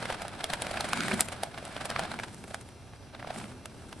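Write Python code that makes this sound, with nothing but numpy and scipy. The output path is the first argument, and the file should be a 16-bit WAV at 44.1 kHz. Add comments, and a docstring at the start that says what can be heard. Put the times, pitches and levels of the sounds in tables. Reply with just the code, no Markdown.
"""A large cloth flag is swung on a pole in wide loops over a lawn, beside a house wall.
Waves run down the cloth and end in whip-like snaps, each inside a short flurry of crinkles.
Between them the cloth rustles, pushes air and fills with soft booms; it rushes as it sweeps near.
The house and a fence send back dull echoes. Underneath: light wind, a far bird and a faint motor."""
import sys
import numpy as np
from scipy import signal
from scipy.fft import rfft, irfft
from scipy.io import wavfile

SR = 44100
rng = np.random.default_rng(int(sys.argv[2]) if len(sys.argv) > 2 else 0)


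def waveform_to_disk(signal):
    """Save audio, clipped to [-1, 1], as 16-bit WAV at the path in sys.argv[1]."""
    frames = np.transpose(np.atleast_2d(signal))
    scaled = np.clip(frames, -1, 1) * 32767
    samples = np.round(scaled).astype(np.int16)
    wavfile.write(sys.argv[1], SR, samples)


N = 176400  # 4 seconds

# The moments when the cloth snaps taut. Each row: time in seconds, relative levels in dB of the crack,
# thump, sizzle and flurry, pitch of the fold in Hz, pitch of the thump in Hz, top of the crack in Hz,
# delay of the bounce off the ground in seconds.
SNAPS = [(0.0271, -35, -36, -52, -37.5, 1470, 587, 4660, 0.00065),
         (0.0556, -34.5, -41, -49.5, -36.5, 1870, 990, 4000, 0.00141),
         (0.0916, -42, -56.0, -63.0, -46, 1300, 810, 4210, 0.00064),
         (0.1026, -29.5, -26, -47.5, -35, 1150, 560, 2800, 0.00094),
         (0.1255, -35, -57, -46, -39, 1350, 670, 4220, 0.00189),
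         (0.1459, -42, -41.0, -60.5, -39.5, 1560, 760, 2220, 0.0016),
         (0.2201, -36.5, -28.5, -43.5, -39, 2290, 694, 4520, 0.0012),
         (0.2521, -42, -32, -57, -59, 1170, 740, 3250, 0.00062),
         (0.2814, -36.5, -46, -41.5, -58, 1250, 685, 5250, 0.0018),
         (0.4076, -38, -44, -60.0, -38, 4470, 640, 3800, 0.0017),
         (0.4421, -25, -28, -31.5, -37.5, 3070, 744, 6030, 0.00143),
         (0.5019, -33.5, -35.5, -45.5, -35.5, 4300, 660, 3890, 0.00052),
         (0.5356, -25.0, -40, -34, -31, 2000, 685, 4900, 0.00061),
         (0.6206, -31, -31, -28.5, -38, 3370, 794, 4180, 0.00127),
         (0.6683, -33, -32.5, -47, -41, 2000, 594, 5430, 0.00071),
         (0.7128, -34.5, -30.5, -42, -38, 2200, 650, 5500, 0.00067),
         (0.7426, -36, -31, -51.0, -42, 1300, 657, 2890, 0.00151),
         (0.7732, -31, -41, -52, -33, 2390, 650, 3080, 0.00076),
         (0.8078, -27.5, -29.5, -37.5, -34.5, 3990, 794, 7380, 0.0021),
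         (0.8447, -39, -35.5, -54, -36.5, 1730, 675, 5820, 0.0012),
         (0.8885, -39, -36.5, -43, -41, 2790, 798, 5620, 0.00094),
         (0.9329, -21.5, -34.5, -32.5, -33.5, 1400, 980, 4230, 0.00074),
         (0.9743, -35, -33, -45, -40, 2320, 1000, 5730, 0.0015),
         (1.0064, -24.5, -55, -60, -58, 1500, 640, 5900, 0.00059),
         (1.0252, -40, -53, -50, -60, 2040, 990, 2250, 0.001),
         (1.035, -31, -53, -50, -56, 1490, 600, 8100, 0.00064),
         (1.0827, -28, -57, -39, -40, 1750, 860, 4200, 0.0006),
         (1.1141, -26, -40, -56, -48, 2130, 1060, 1760, 0.0012),
         (1.1192, -28.5, -43, -59, -37, 1900, 540, 3830, 0.00076),
         (1.133, -35, -57, -57.5, -54, 3400, 795, 4540, 0.00133),
         (1.1379, -34.0, -31, -38, -43, 1570, 610, 5230, 0.0012),
         (1.142, -39, -36, -39, -47, 3650, 610, 5100, 0.00128),
         (1.194, -28.5, -48.5, -40, -42, 1200, 910, 2610, 0.0014),
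         (1.2074, -24.5, -39, -15, -32.5, 4450, 840, 5700, 0.00056),
         (1.2143, -33.5, -52, -42, -64, 3720, 1080, 4930, 0.0016),
         (1.2862, -36.5, -43, -38.0, -45, 2400, 540, 3670, 0.00064),
         (1.3247, -46, -34, -49.5, -38, 1460, 807, 5810, 0.0021),
         (1.4346, -30, -21.5, -33.5, -37, 3450, 710, 5910, 0.00062),
         (1.5447, -48, -52, -67, -44, 1170, 730, 3420, 0.00094),
         (1.5769, -36.5, -38, -60.5, -53, 1420, 714, 4040, 0.0018),
         (1.584, -39.5, -47, -51, -45, 1610, 657, 4040, 0.0012),
         (1.6277, -55, -35, -62.0, -52, 1520, 620, 1720, 0.0018),
         (1.6523, -42, -48.0, -41.5, -49, 3840, 660, 2960, 0.00065),
         (1.6788, -58, -38, -47, -61, 1620, 750, 3560, 0.00125),
         (1.7655, -34.5, -31, -55, -41, 2840, 610, 3170, 0.00088),
         (1.8118, -39, -32.5, -56, -36.5, 2040, 702, 3970, 0.00056),
         (1.8555, -34.5, -39.5, -35, -39, 1620, 545, 5080, 0.0011),
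         (1.9025, -32, -31, -38, -39.5, 4600, 660, 3330, 0.00157),
         (1.9133, -34, -36, -68, -44, 1630, 810, 2560, 0.00066),
         (1.9621, -24, -37, -61, -33.5, 1260, 720, 2710, 0.00091),
         (1.994, -28.5, -25, -38, -34.5, 1540, 716, 4620, 0.00095),
         (2.0365, -39, -37, -51, -41, 3810, 608, 5050, 0.0012),
         (2.0539, -49, -35, -66, -41, 1100, 810, 5740, 0.00083),
         (2.1166, -34.5, -41, -48.5, -39.5, 4020, 670, 2180, 0.00096),
         (2.1413, -41.5, -42.0, -57, -42, 1330, 800, 3350, 0.0013),
         (2.1898, -32, -42, -53, -48, 2100, 810, 3480, 0.00085),
         (2.1984, -30.5, -35.0, -52.0, -45, 1730, 702, 2730, 0.0013),
         (2.2349, -34, -41, -52, -47, 1710, 750, 4740, 0.00075),
         (2.2381, -40, -46, -52, -43, 1930, 950, 4300, 0.00082),
         (2.2832, -45, -45, -62, -54, 1530, 756, 6370, 0.00071),
         (2.3452, -47, -50, -46, -58, 1700, 830, 5880, 0.00064),
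         (2.4404, -41.5, -59, -51, -49.5, 1660, 860, 4300, 0.00078),
         (2.4796, -54, -42, -53.5, -52, 1330, 715, 4660, 0.00076),
         (2.5109, -49, -38, -67, -48.5, 4030, 595, 2830, 0.002),
         (2.5448, -32, -35, -37, -41.5, 1680, 1210, 5920, 0.00058),
         (2.6119, -52, -66, -50, -51.5, 1710, 790, 7640, 0.00072),
         (2.689, -50, -63, -54.0, -61, 2030, 790, 3160, 0.00186),
         (2.9353, -52.5, -50, -73.0, -57.5, 2560, 790, 1840, 0.00061),
         (3.1497, -41.5, -45.5, -67, -47.5, 3580, 740, 2780, 0.00105),
         (3.197, -42.5, -50, -66.5, -50, 1860, 700, 2820, 0.002),
         (3.202, -42.5, -55, -63.0, -59, 1700, 790, 2540, 0.0012),
         (3.2274, -38, -40, -64, -52, 2460, 760, 1480, 0.00058),
         (3.2467, -40, -36.5, -70, -55, 1170, 720, 1480, 0.00071),
         (3.2739, -42.5, -32.5, -62, -42.5, 1410, 690, 3840, 0.00091),
         (3.3061, -40, -29.5, -59, -42, 1300, 685, 4000, 0.0021),
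         (3.3611, -39.5, -38, -52, -56, 1810, 670, 3000, 0.0014),
         (3.4008, -43, -50, -58, -51, 1800, 770, 2820, 0.00065),
         (3.415, -52, -40.5, -62, -53, 2620, 860, 4630, 0.0017),
         (3.4412, -41, -58, -64, -61, 1690, 560, 3180, 0.00079),
         (3.6573, -37.5, -52, -40.5, -50.5, 1540, 630, 6470, 0.00175),
         (3.9283, -41.0, -47, -52, -47, 2840, 730, 4900, 0.0006)]
# The tone of the cloth's rustle. Each row: frequency in Hz, relative level in dB.
RUSTLE_TONE = [(200, -5), (460, -9), (600, 0), (760, 0), (1080, -5.5), (1330, -3.5), (1620, -3.5),
               (1900, -9.5), (2230, -8), (2700, -10.5), (3900, -13), (5700, -20), (7000, -53), (12000, -70)]
# The tone of the cloth's high swish. Each row: frequency in Hz, relative level in dB.
SWISH_TONE = [(3000, -11), (5300, -6), (6500, -8), (8200, -1.5), (9400, -3), (10700, -8.5), (11800, -16.5),
              (13000, -62)]


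def from_db(db):
    """Turn decibels into a number to multiply a sound by."""
    return 10 ** (np.asarray(db) / 20)


def unit_level(x):
    """Scale a sound so that its average level (root mean square) is 1."""
    return x / np.sqrt(np.mean(x ** 2) + 1e-20)


def over_frequencies(points):
    """Join rows of (Hz, value) into a curve with a value for every frequency of the sound."""
    hz, values = np.transpose(points)
    return np.interp(np.log(np.fft.rfftfreq(N, 1 / SR) + 1), np.log(hz), values)


def band(x, edges_hz, order=2):
    """Keep the part of a sound between two frequencies."""
    edges_hz = np.clip(edges_hz, 10, .45 * SR)
    return signal.sosfilt(signal.butter(order, edges_hz, "band", fs=SR, output="sos"), x)


def ring(x, hz, width):
    """Make a sound ring briefly at one pitch; width is a share of that pitch."""
    decay = np.exp(-np.pi * hz * width / SR)
    feedback = [1, -2 * decay * np.cos(2 * np.pi * hz / SR), decay ** 2]
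    return unit_level(signal.lfilter([1, 0, -1], feedback, x))


def drift(rate_hz):
    """A random curve that wanders around zero, mostly slower than the given rate."""
    hz = np.fft.rfftfreq(N, 1 / SR)
    return unit_level(irfft(rfft(rng.standard_normal(N)) / (1 + (hz / rate_hz) ** 2), N))


def shape_noise(pair, tone):
    """Turn two unrelated noises into one stereo sound with the given tone, at level 1."""
    # How alike left and right are. Each row: frequency in Hz, likeness (0 unrelated, 1 the same).
    likeness = [(30, 0.28), (130, 0.97), (700, 0.87), (2000, 0.84), (5000, 0.46), (10000, 0.85)]
    alike = over_frequencies(likeness)
    mid, side = rfft(pair) * from_db(over_frequencies(tone))
    left_right = np.sqrt(1 + alike) * mid + np.sqrt(1 - alike) * side * [[1], [-1]]
    return unit_level(irfft(left_right, N))


def smooth_noise(tone):
    """A steady stereo hiss with the given tone."""
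    return shape_noise(rng.standard_normal((2, N)), tone)


def swell(peak_s, half_s):
    """A bell-shaped curve that rises to 1 and falls again."""
    t = np.arange(N) / SR
    return np.exp(-np.minimum(((t - peak_s) / half_s) ** 2, 20))


def motor(rate_hz=299.7):
    """A small motor gives a thin, steady whine at multiples of its turning rate."""
    # The tones of the whine. Each row: multiple of the motor's rate, level in dB.
    whine = [(7, -76), (8, -76), (9, -73), (11, -77), (13, -78), (14, -77), (18, -77), (19, -76), (20, -76)]
    t = np.arange(N) / SR
    return sum(np.sqrt(2) * from_db(db) * np.sin(2 * np.pi * (multiple * rate_hz * t + rng.random()))
               for multiple, db in whine)


def bird(start_hz=4800, fall_hz_per_s=6400, chirp_s=0.022, spacing_s=0.042, level_db=-65):
    """A far bird sings short runs of falling chirps."""
    # The bird's runs. Each row: start in seconds, number of chirps.
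    runs = [(2.655, 2), (2.955, 3), (3.694, 3)]
    out, t = np.zeros(N), np.arange(int(chirp_s * SR)) / SR
    cycles = (start_hz - .5 * fall_hz_per_s * t) * t
    chirp = np.sin(np.pi * t / chirp_s) * np.sin(2 * np.pi * cycles)
    for start_s, count in runs:
        for k in range(round(count)):
            start = int((start_s + k * spacing_s) * SR)
            out[start:start + len(t)] += chirp
    return from_db(level_db) * out


def wind(level_db=-50, waver_db=0.73):
    """Light wind: a low rumble and a hiss whose level wavers a little."""
    # The tone of the wind. Each row: frequency in Hz, relative level in dB.
    tone = [(20, -24), (45, -6), (95, 2.5), (125, 0.5), (170, -12), (260, -8.5), (450, -13.5), (700, -16),
            (1100, -22), (2000, -32), (5400, -29.5), (6800, -35.5), (10000, -32), (12500, -46.5)]
    return from_db(level_db - waver_db * drift(rate_hz=5.2)) * smooth_noise(tone)


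def yard_echoes(x, smear_s=.008, cutoff_hz=8000):
    """The house siding and the fence rails send back a few dull, smeared echoes."""
    # The echoes. Each row: left delay in seconds, right delay in seconds, level in dB.
    echoes = [(.021, 0.014, -20), (.047, 0.038, -21), (.078, 0.11, -30)]
    t = np.arange(int(5 * smear_s * SR)) / SR
    scatter = rng.standard_normal(len(t)) * np.exp(-t / smear_s)
    smeared = signal.fftconvolve(x, [scatter / np.linalg.norm(scatter)], axes=1)[:, :N]
    dull = signal.sosfilt(signal.butter(1, cutoff_hz, fs=SR, output="sos"), smeared)
    out = np.zeros((2, N))
    for *delays_s, db in echoes:
        for ear, delay_s in enumerate(delays_s):
            lag = int(delay_s * SR)
            out[ear, lag:] += from_db(db) * dull[ear, :-lag]
    return out


def swing_levels():
    """The swinging makes the rustle, whoosh and swish rise and fall: one curve in dB for each."""
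    # The course of the swings. Each row: time in seconds, relative dB of rustle, whoosh and swish.
    swings = [(0.0, -42, -52, -57), (0.24, -43, -51.5, -61), (0.48, -42, -52.5, -57.5),
              (0.77, -38, -51.5, -53), (1.01, -41.5, -40.5, -52), (1.151, -42, -42, -50.5),
              (1.35, -45, -57, -61.5), (1.57, -50.5, -53, -65), (1.8, -41, -51.5, -56),
              (2.03, -41, -46.5, -60.5), (2.17, -46, -48.5, -61), (2.26, -49.5, -53, -59.5),
              (2.461, -58, -52, -61.5), (2.66, -57, -59.5, -67.5), (3.0, -58.5, -66, -76),
              (3.23, -53, -54, -76), (3.38, -44, -47, -51), (3.62, -56, -57, -70), (4.0, -56, -51, -64)]
    times_s, *levels_db = np.transpose(swings)
    return [np.interp(np.arange(N) / SR, times_s, db) for db in levels_db]


def whoosh(swing_db, boost_db=1.5, waver_db=1.25):
    """The flag pushes air aside, and the swirls make a low, unsteady noise."""
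    # The tone of the pushed air. Each row: frequency in Hz, relative level in dB.
    tone = [(40, -25), (100, -14), (160, -0.5), (225, 0), (300, -8), (380, -6), (470, -14), (900, -27),
            (3000, -54)]
    return from_db(swing_db + boost_db + waver_db * drift(rate_hz=18)) * smooth_noise(tone)


def near_passes():
    """The pole's low swoosh and the cloth's smooth hiss swell and fade as the flag goes by."""
    # The passes. Each row: closest moment in seconds, half length in seconds, level in dB.
    passes = [(1.022, 0.13, -35.5), (2.07, 0.14, -57)]
    # The tone of pole and cloth together. Each row: frequency in Hz, relative level in dB.
    tone = [(80, -16.5), (160, -7), (225, 6), (300, -3.5), (470, -20.5), (800, -19.5), (1100, -12),
            (1500, 1), (1900, -11.5), (2250, -1), (2800, -16.5), (3900, -11.5), (6000, -25), (9500, -18.5),
            (12000, -74)]
    loudness = sum(from_db(db) * swell(peak_s, half_s) for peak_s, half_s, db in passes)
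    return loudness * smooth_noise(tone)


def billows(boom_hz=215, gust_share=0.69):
    """The whole sheet fills with air: one soft, low boom inside a gust."""
    # The fillings. Each row: peak time in seconds, half length in seconds, level in dB.
    fillings = [(0.994, 0.018, -42), (1.115, .008, -37), (1.1397, 0.0063, -25.5), (3.378, .009, -39),
                (3.44, .007, -38.5)]
    # The tone of the gust. Each row: frequency in Hz, relative level in dB.
    tone = [(60, -5), (130, -3), (215, 4), (380, 2.5), (470, -27), (560, -15), (900, -20.5), (2500, -50)]
    out, t = 0, np.arange(N) / SR
    gust = gust_share * smooth_noise(tone)
    for peak_s, half_s, db in fillings:
        boom = np.sin(2 * np.pi * boom_hz * (t - peak_s))
        out += from_db(db) * swell(peak_s, half_s) * (gust + boom)
    return out


def crinkles(tone, per_second=3200, spread_db=3):
    """The weave buckles in tiny clicks of very uneven size, over the smooth noise of rubbing."""
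    sizes = from_db(spread_db * np.minimum(rng.exponential(1, N), 5))
    buckles = rng.random(N) < per_second / SR
    clicks = unit_level(sizes * buckles * rng.choice([-1, 1], (2, N)))
    rubbing = rng.standard_normal((2, N))
    return shape_noise(clicks + rubbing, tone)


def rustle(rustle_db, swish_db):
    """The cloth crinkles all through the swing, in the uneven beat of its flutter."""
    flutter_db = 2.5 * drift(rate_hz=48)
    body = from_db(rustle_db - 2 + flutter_db) * crinkles(RUSTLE_TONE)
    swish = from_db(swish_db + 1.5 + flutter_db) * crinkles(SWISH_TONE)
    return body + swish


def flurries(rise_s=0.0049, fall_s=0.0083, drum_fall_s=0.021):
    """Crinkles swell as a wave runs to the free edge and fade after its snap; the sheet drums on."""
    t = np.arange(N) / SR
    body = swish = drum = 0  # loudness curves
    for snap_s, crack_db, thump_db, sizzle_db, flurry_db, *_ in SNAPS:
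        rising = (t - snap_s) / rise_s
        crinkling = np.exp(np.maximum(np.minimum(rising, (snap_s - t) / fall_s), -20))
        drumming = np.exp(np.maximum(np.minimum(rising, (snap_s - t) / drum_fall_s), -20))
        brightness_db = 0.5 * (sizzle_db - crack_db)  # a sizzling snap has a brighter flurry
        body += crinkling * from_db(flurry_db + 4)
        swish += crinkling * from_db(flurry_db - 1.5 + brightness_db)
        drum += drumming * from_db(thump_db - 17)
    cloth = body * crinkles(RUSTLE_TONE) + swish * crinkles(SWISH_TONE)
    return cloth + drum * ring(rng.standard_normal(N), hz=717, width=0.15)


def crack(shock, fold_hz, top_hz):
    """Slack cloth rounds off the shock (low top_hz), taut cloth leaves it sharp; the fold rings."""
    burst = unit_level(band(shock, (800, top_hz)))
    return unit_level(burst + ring(burst, fold_hz, width=0.26))


def sizzle(shock, edges_hz=(7400, 10720)):
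    """The highest part of the shock gives the snap its whip-like sizzle."""
    return unit_level(band(shock, edges_hz, order=3))


def snaps(size=1024, grit_fade_s=0.0014, ground_bounce=0.58, thump_cycles=1.29, stereo_width=0.16):
    """The cloth snaps taut: a dry shock and its bounce off the ground, amid a thump of the sheet."""
    lead = size // 4  # samples before the shock
    out, t = np.zeros((2, N + size)), (np.arange(size) - lead) / SR
    scale = np.sqrt(.004 * SR / size)  # each snap has the energy of 4 ms at its level
    for snap_s, crack_db, thump_db, sizzle_db, _, fold_hz, thump_hz, top_hz, bounce_s in SNAPS:
        grit, scatter = rng.standard_normal((2, size)) * np.exp(-abs(t) / grit_fade_s) * (t > 0)
        shock = np.zeros(size)
        shock[np.searchsorted(t, [0, bounce_s])] = -1, -ground_bounce
        thump_shape = np.exp(-(t * thump_hz / thump_cycles) ** 2)
        thump = unit_level(thump_shape * np.sin(2 * np.pi * thump_hz * t))
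        crack_gain, sizzle_gain = from_db(crack_db - 2.08), from_db(sizzle_db - 2)
        mid = (crack_gain * crack(shock + 0.1 * grit, fold_hz, top_hz)
               + sizzle_gain * sizzle(shock + 0.17 * grit)
               + from_db(thump_db - 3.5) * thump)
        # Added on the left and taken away on the right, this part widens the snap.
        side = crack_gain * crack(scatter, fold_hz, top_hz) + sizzle_gain * sizzle(scatter)
        start = int(snap_s * SR) - lead
        out[:, start:start + size] += scale * (mid + stereo_width * side * [[1], [-1]])
    return out[:, :N]


def scene():
    """The flag with its echoes and the air it pushes, over wind, motor and bird."""
    rustle_db, whoosh_db, swish_db = swing_levels()
    flag = snaps() + flurries() + rustle(rustle_db, swish_db) + billows()
    flag *= from_db([[-0.45], [0.45]])  # a little to the right
    pushed_air = whoosh(whoosh_db)
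    return flag + yard_echoes(flag) + pushed_air + near_passes() + wind() + motor() + bird()


def record(dry, cutoff_hz=12600):
    """The microphone's two openings hear the waves slightly out of step; the top is cut steeply."""
    # The phase between the openings. Each row: frequency in Hz, lead of the left side in radians.
    left_lead = [(60, -0.081), (220, 0.37), (600, 0), (4200, 0.25), (5500, -0.93), (6200, 0), (7200, -0.79),
                 (8600, -0.76), (10600, 0.66)]
    phase = over_frequencies(left_lead) * np.array([[.5], [-.5]])
    heard = irfft(rfft(dry) * np.exp(1j * phase), N)
    return signal.sosfilt(signal.ellip(8, .2, 75, cutoff_hz, fs=SR, output="sos"), heard)


dry = scene()
out = record(dry)
waveform_to_disk(out)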